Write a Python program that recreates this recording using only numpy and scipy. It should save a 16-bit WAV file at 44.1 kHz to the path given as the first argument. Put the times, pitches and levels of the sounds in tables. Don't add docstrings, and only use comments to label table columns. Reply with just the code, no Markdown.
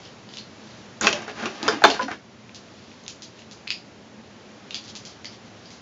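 import sys
import numpy as np
from scipy import signal
from scipy.fft import rfft, irfft, next_fast_len
from scipy.io import wavfile

SR = 44100
rng = np.random.default_rng(int(sys.argv[2]) if len(sys.argv) > 2 else 0)


def wav_record(signal):
    frames = np.transpose(np.atleast_2d(signal))
    bounded = np.clip(frames, -1, 1)
    quanta = np.round(bounded * 32767).astype(np.int16)
    wavfile.write(sys.argv[1], SR, quanta)


def ratio_of_db(decibels):
    return 10 ** (np.asarray(decibels, float) / 20)


N = 256220
PLACES = 4


def evened(x):
    return x / np.sqrt(np.mean(x ** 2) + 1e-20)


def read(points, hz):
    point_hz, value = np.transpose(points)
    return np.interp(np.log(hz + 1), np.log(point_hz + 1), value)


def coloured(x, points):
    size = next_fast_len(len(x))
    gain = ratio_of_db(read(points, np.fft.rfftfreq(size, 1 / SR)))
    return irfft(rfft(x, size) * gain, size)[:len(x)]


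def add(mix, start_s, sound):
    part = mix[round(start_s * SR):][:len(sound)]
    part += sound[:len(part)]


def ring(hz, t60):
    t = np.arange(6000) / SR
    pair = np.sin(2 * np.pi * hz * t) + 0.5 * np.sin(2 * np.pi * hz * 1.079 * t)
    return ratio_of_db(-60 * t / t60) * pair * np.minimum(t * hz, 1)


def grains(per_s, spread_db):
    size = ratio_of_db(spread_db * np.minimum(rng.exponential(1, N), 5))
    happens = rng.random(N) < per_s / SR
    return evened(size * rng.standard_normal(N) * happens)


def moves(peak_s, length_s, peak_db, end_db):
    off = abs(np.arange(N) / SR - peak_s[:, None]) / (length_s[:, None] / 2)
    each = ratio_of_db(peak_db[:, None] + end_db * off ** 1.4)
    return np.sqrt((each ** 2).sum(0))


# pitch_hz, level_db (per Hz)
FLOOR_COLOUR = [(12, -55.5), (20, -29.5), (48, -34.5), (69, -15.5), (117, -3.5), (153, -11.5), (217, 0),
                (252, -8.5), (493, -11), (572, -11.5), (617, -12), (1210, -16), (2950, -20), (5910, -24.5),
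                (7580, -22), (9850, -82), (16700, -120)]
# pitch_hz, width_hz, level_db
FAN_HUM = (240, 130, -54.5)
# time_s, level_db
GAIN_DRIFT = [(0.0, 1), (0.352, 0), (0.776, 2), (0.98, 0.8), (2.2, -4), (2.65, -0.9), (3.32, -1.5),
              (3.57, -1), (4.21, -1.7), (4.62, 0.5), (5.81, -0.05)]


def floor():
    drift_s, drift_level_db = np.transpose(GAIN_DRIFT)
    drift_db = np.interp(np.arange(N) / SR, drift_s, drift_level_db)
    noise = coloured(rng.standard_normal(N), FLOOR_COLOUR)
    hiss = evened(noise - coloured(noise, [(500, 0.5), (1100, -18.5), (2500, -39.5)]))
    rumble = evened(coloured(noise, [(500, 4), (1100, -15.5), (2500, -58)]))
    hum_hz, width_hz, hum_db = FAN_HUM
    hum = signal.lfilter(*signal.iirpeak(hum_hz, hum_hz / width_hz, SR), rng.standard_normal(N))
    rumble = rumble + ratio_of_db(hum_db + 46.5) * evened(hum)
    return ratio_of_db(-51 + drift_db) * hiss + ratio_of_db(-48 + 0.65 * drift_db) * rumble


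# pitch_hz, level_db
RUSTLE_COLOUR = [(800, -33.5), (2000, -18), (3000, 1), (4600, 2), (6500, -3), (8000, 0.5)]
# peak_s, length_s, level_db
HAIR_STROKES = [(.05, 0.23, -44), (0.357, 0.18, -38.5), (.7, 0.78, -48.5), (2.856, 0.99, -49.5),
                (3.395, 0.18, -48), (4.834, 0.47, -47), (4.897, .07, -36.5), (5.1, 0.19, -43),
                (5.338, 0.11, -42), (5.685, 0.55, -48.5)]


def rustle():
    crackle = evened(coloured(grains(8500, 1.4), RUSTLE_COLOUR))
    return moves(*np.transpose(HAIR_STROKES), end_db=-23.5) * crackle


# pitch_hz, level_db, t60_s (time to fall 60 dB)
COUNTER_MODES = [(686, -7.5, 0.087), (853, -10, 0.081), (1160, -5, 0.039), (1633, -4, 0.013),
                 (2350, -66.5, 0.016), (3600, -12.5, 0.067)]


def blows(rows, low_t60, high_t60, tick_hz, lift_db, rattle_db, counter_db, room_db, late_s):
    direct, sends = np.zeros(N), np.zeros((PLACES, N))
    chance = rng.standard_normal((len(rows), 2000))
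    t = np.arange(6000) / SR
    modes = [ratio_of_db(db - 60 * t / t60) * np.sin(2 * np.pi * hz * t) for hz, db, t60 in COUNTER_MODES]
    counter = sum(modes) * np.minimum(t / 0.0024, 1)
    tick = signal.lfilter(*signal.butter(2, [tick_hz, 9000], "band", fs=SR), t == 0)
    tick = tick / tick.max()
    tick_lift, low_lift, high_lift = ratio_of_db(lift_db)
    for k, (start_s, tick_db, low_hz, low_db, high_hz, high_db) in enumerate(rows):
        low = ring(low_hz, low_t60) + ratio_of_db(counter_db) * counter
        sound = tick_lift * ratio_of_db(tick_db) * tick
        sound = sound + low_lift * ratio_of_db(low_db) * low
        sound = sound + high_lift * ratio_of_db(high_db) * ring(high_hz, high_t60)
        happens = abs(chance[k]) > 2.0
        bounces = ratio_of_db(rattle_db - 60 * t[:2000] / 0.048) * np.sign(chance[k]) * happens
        sound = sound + signal.fftconvolve(sound, bounces)[:6000]
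        add(direct, start_s + late_s, sound)
        add(sends[k % PLACES], start_s + late_s, ratio_of_db(room_db) * sound)
    return direct, sends


# start_s, tick_db, ring_db, low_jaw_hz, high_jaw_hz
CLIP_SNAPS = [(0.051, -50, -42.5, 2990, 5100), (0.2885, -46, -42, 3130, 4730),
              (0.3699, -32.5, -32, 3090, 3530), (3.079, -27, -32.5, 2640, 6970),
              (3.3907, -60, -44, 2660, 6800), (3.6755, -36.5, -26.5, 2630, 4400),
              (3.703, -22, -18.5, 2550, 4930), (4.7066, -35, -28.5, 2860, 3700),
              (4.7433, -23.5, -22.5, 3470, 4830), (4.7523, -30.5, -29, 2860, 3560),
              (5.2443, -32.5, -33.5, 2130, 3200)]
# start_s, level_db, pitch_hz
TOOTH_PLUCKS = [
    (0.058, -42, 3120),
    (0.384, -30, 4300),
    (3.0366, -43, 6460),
    (5.2538, -28, 4720),
    (5.6556, -40.5, 4760),
]


def clip_snaps():
    rows = [(s, tick_db, low_hz, ring_db, high_hz, ring_db)
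            for s, tick_db, ring_db, low_hz, high_hz in CLIP_SNAPS]
    rows += [(s, db - 24, hz * 0.635, db - 8, hz, db) for s, db, hz in TOOTH_PLUCKS]
    return blows(rows, low_t60=0.011, high_t60=0.011, tick_hz=3200, lift_db=[11, 5, 4.5],
                 rattle_db=-40, counter_db=-40, room_db=0.6, late_s=0.001216)


NAIL_FLICKS = [
    (0.337, -30, 3600),
    (3.063, -31, 3730),
    (3.6721, -24, 2400),
    (2.4925, -32.5, 2500),
    (2.6833, -40, 2520),
    (2.915, -36, 2530),
    (3.419, -36, 2900),
]


def nail_flicks():
    rows = [(s, db, hz, db, 1.35 * hz, db) for s, db, hz in NAIL_FLICKS]
    return blows(rows, low_t60=0.005, high_t60=0.005, tick_hz=1500, lift_db=[-3, 3, -2],
                 rattle_db=-40, counter_db=-40, room_db=-8.5, late_s=0.0012)


# start_s, level_db, pitch_hz
COUNTER_THUMPS = [(1.01, -29, 211), (1.042, -24.5, 199), (1.066, -21.5, 411), (1.129, -26, 592),
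                  (1.278, -35.5, 423), (1.424, -28, 236.4), (1.455, -29, 380), (1.629, -22.5, 294),
                  (1.681, -15.5, 441), (1.735, -29, 293), (1.84, -9.5, 381), (1.856, -16.5, 280),
                  (1.881, -24, 451), (1.905, -35, 424), (1.995, -25.5, 523), (2.031, -24.5, 255),
                  (2.117, -51, 252)]


def thumps():
    out = np.zeros(N)
    for start_s, db, hz in COUNTER_THUMPS:
        t60 = 0.11 * ratio_of_db(-0.36 * (db + 21.5))
        add(out, start_s, ratio_of_db(db - 2.5) * ring(hz, t60))
    return out


# start_s, blow_db, edge_hz, body_db, body_hz
KNOCKS = [
    (1.0314, -19, 2640, -38, 1670),
    (1.0444, -22, 2410, -17, 1014),
    (1.0685, -3, 2700, -15.5, 1160),
    (1.1273, -12, 3000, -58, 608),
    (1.6788, -9, 3240, -11.5, 1210),
    (1.7344, -31, 3060, -32.5, 1060),
    (1.8382, -4, 4230, 0, 1410),
    (1.8484, -8.5, 3000, -7.5, 877),
    (1.9001, -11.5, 2910, -19.5, 721),
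]
# start_s, blow_db, edge_hz, body_db, body_hz
GLANCES = [
    (1.0101, -11, 6730, -23, 1470),
    (1.0744, -9, 2430, -14, 1500),
    (1.3982, -27.5, 2720, -30, 1500),
    (1.4556, -15.5, 2560, -24, 1110),
    (1.6844, -11.5, 4740, -14, 1470),
    (1.8444, -8, 2310, -9, 1130),
    (1.9114, -14, 4380, -22, 785),
]
# start_s, blow_db, edge_hz, body_db, body_hz
EDGE_CLICKS = [
    (1.4556, -31.5, 5900, -43, 1090),
    (1.6282, -28.5, 5000, -31, 810),
    (2.0283, -33.5, 5900, -41, 1600),
    (1.2196, -40, 6900, -42, 1080),
]


def knocks():
    rows = []
    for table, tick_db in ((KNOCKS, -2.1), (GLANCES, -41.5), (EDGE_CLICKS, 10.5)):
        rows += [(s, blow_db + tick_db, body_hz, body_db, edge_hz, blow_db)
                 for s, blow_db, edge_hz, body_db, body_hz in table]
    return blows(rows, low_t60=0.012, high_t60=0.0097, tick_hz=2350, lift_db=[4, 4, -3],
                 rattle_db=-7.5, counter_db=-9.5, room_db=-4.5, late_s=0.001157)


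# pitch_hz, level_db (per Hz)
SCRAPE_COLOUR = [(59, -65), (100, -22.5), (266, -1), (549, -9.5), (746, -8.5), (928, -10.5), (2750, -11.5),
                 (3120, -18.5), (6210, -36), (7580, -38), (9850, -81.5), (16700, -120)]
# peak_s, length_s, scrape_db, scratch_db
SLIDES = [(1.045, 0.061, -21.5, -19), (1.096, 0.25, -29.5, -40), (1.13, 0.06, -33, -41),
          (1.298, 0.042, -33, -36), (1.395, 0.064, -33.5, -33), (1.452, 0.08, -29.5, -36),
          (1.56, 0.23, -39.5, -38.5), (1.661, .09, -28.5, -40.5), (1.726, 0.1, -28, -36),
          (1.855, .1, -29.5, -41), (1.895, 0.081, -30.5, -23), (1.952, 0.056, -29.5, -30),
          (2.024, 0.036, -27.5, -32.5), (2.118, 0.043, -30, -49)]


def rummage():
    hz = np.geomspace(100, 8000, 200)
    lift = sum(ratio_of_db(db) / (1 + ((hz - mode_hz) / 70) ** 2) for mode_hz, db, _ in COUNTER_MODES)
    slips = coloured(grains(6000, 1.6), np.c_[hz, 20 * np.log10(0.6 + lift)])
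    body = evened(coloured(slips, np.vstack([SCRAPE_COLOUR, (9000, -79)])))
    stand = evened(coloured(slips, [(40, -25), (70, 2.5), (130, -2), (220, -18)]))
    body = body + ratio_of_db(-10.5) * stand
    scratch = evened(coloured(grains(1500, 1.1), RUSTLE_COLOUR))
    peak_s, length_s, scrape_db, scratch_db = np.transpose(SLIDES)
    sound = moves(peak_s, length_s, scrape_db, end_db=-8) * body
    sound = sound + moves(peak_s, length_s, scratch_db, end_db=-8) * scratch
    begun = np.arange(N) / SR > GLANCES[0][0]
    return begun * ratio_of_db(-4.0) * sound


# start_s, body_hz, body_db, edge_db
HOLLOW_TAPS = [
    (1.2784, 766, -35.5, -28),
    (1.4264, 610, -35, -23),
    (1.8178, 738, -24, -24),
    (1.9924, 1015, -21, -19),
    (2.0804, 742, -23.5, -24.5),
    (2.1144, 996, -37, -26),
]


def hollow_taps():
    rows = [(s, -26.5, body_hz, body_db, 1488, edge_db) for s, body_hz, body_db, edge_db in HOLLOW_TAPS]
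    return blows(rows, low_t60=0.061, high_t60=0.015, tick_hz=2500, lift_db=[-6, -3, -3],
                 rattle_db=-2.0, counter_db=-45.5, room_db=-2.0, late_s=0.0008)


TOOTH_TICKS = [(2.5457, -32.5, 2600), (3.2206, -30, 2800), (3.511, -34.5, 2970), (3.573, -55, 2370),
               (4.8388, -37, 2740), (4.8787, -35.5, 2860), (4.952, -28, 2430), (5.0511, -30, 3560),
               (5.4595, -47.5, 3020), (5.704, -37.5, 2080), (5.7366, -42.5, 3320)]


def tooth_ticks():
    rows = [(s, db, low_hz, db - 10, 5120, db - 17) for s, db, low_hz in TOOTH_TICKS]
    return blows(rows, low_t60=0.011, high_t60=0.011, tick_hz=3330, lift_db=[8, 3, 3],
                 rattle_db=-40, counter_db=-40, room_db=6, late_s=0.0013)


# pitch_hz, t60_s (time to fall 60 dB)
ROOM_DECAY = [(200, 0.24), (1000, 0.13), (2500, 0.18), (4500, 0.22), (7500, 0.23)]


def room(sends):
    taps = rng.standard_normal((len(sends), SR // 2))
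    hz, t, z = signal.stft(taps, SR, nperseg=256)
    decay = ratio_of_db(-60 * t / read(ROOM_DECAY, hz)[:, None])
    tails = signal.istft(z * decay, SR, nperseg=256)[1]
    gap_s, build_s = 0.001, 0.012
    tails = tails * np.sqrt(np.clip((np.arange(tails.shape[1]) / SR - gap_s) / build_s, 0, 1))
    tails = tails / np.linalg.norm(tails, axis=1, keepdims=True)
    return signal.fftconvolve(sends, tails, axes=1)[:, :N].sum(0)


def scene():
    hair, boom, scrape = rustle(), thumps(), rummage()
    things = hair + boom + scrape
    sends = ratio_of_db(-18.0) * hair + ratio_of_db(-5) * boom + ratio_of_db(-9.5) * scrape + np.zeros((PLACES, 1))
    for source in (clip_snaps, nail_flicks, knocks, hollow_taps, tooth_ticks):
        direct, to_room = source()
        things = things + direct
        sends = sends + to_room
    things = things + room(sends)
    small = signal.lfilter(*signal.butter(2, 75, "high", fs=SR), things)
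    return (small + floor())[None]


def roll_off(x):
    return signal.sosfilt(signal.butter(12, 7730, fs=SR, output="sos"), x)


# pitch_hz, level_db
BAND_LIMIT = [(6000, 0), (6900, -3.5), (7400, -11.5), (7700, -26.5), (8000, -49.5), (9000, -78)]


def record(dry):
    limited = coloured(dry[0], BAND_LIMIT)[None]
    return roll_off(np.clip(limited, -1, 1))


dry = scene()
out = record(dry)
wav_record(out)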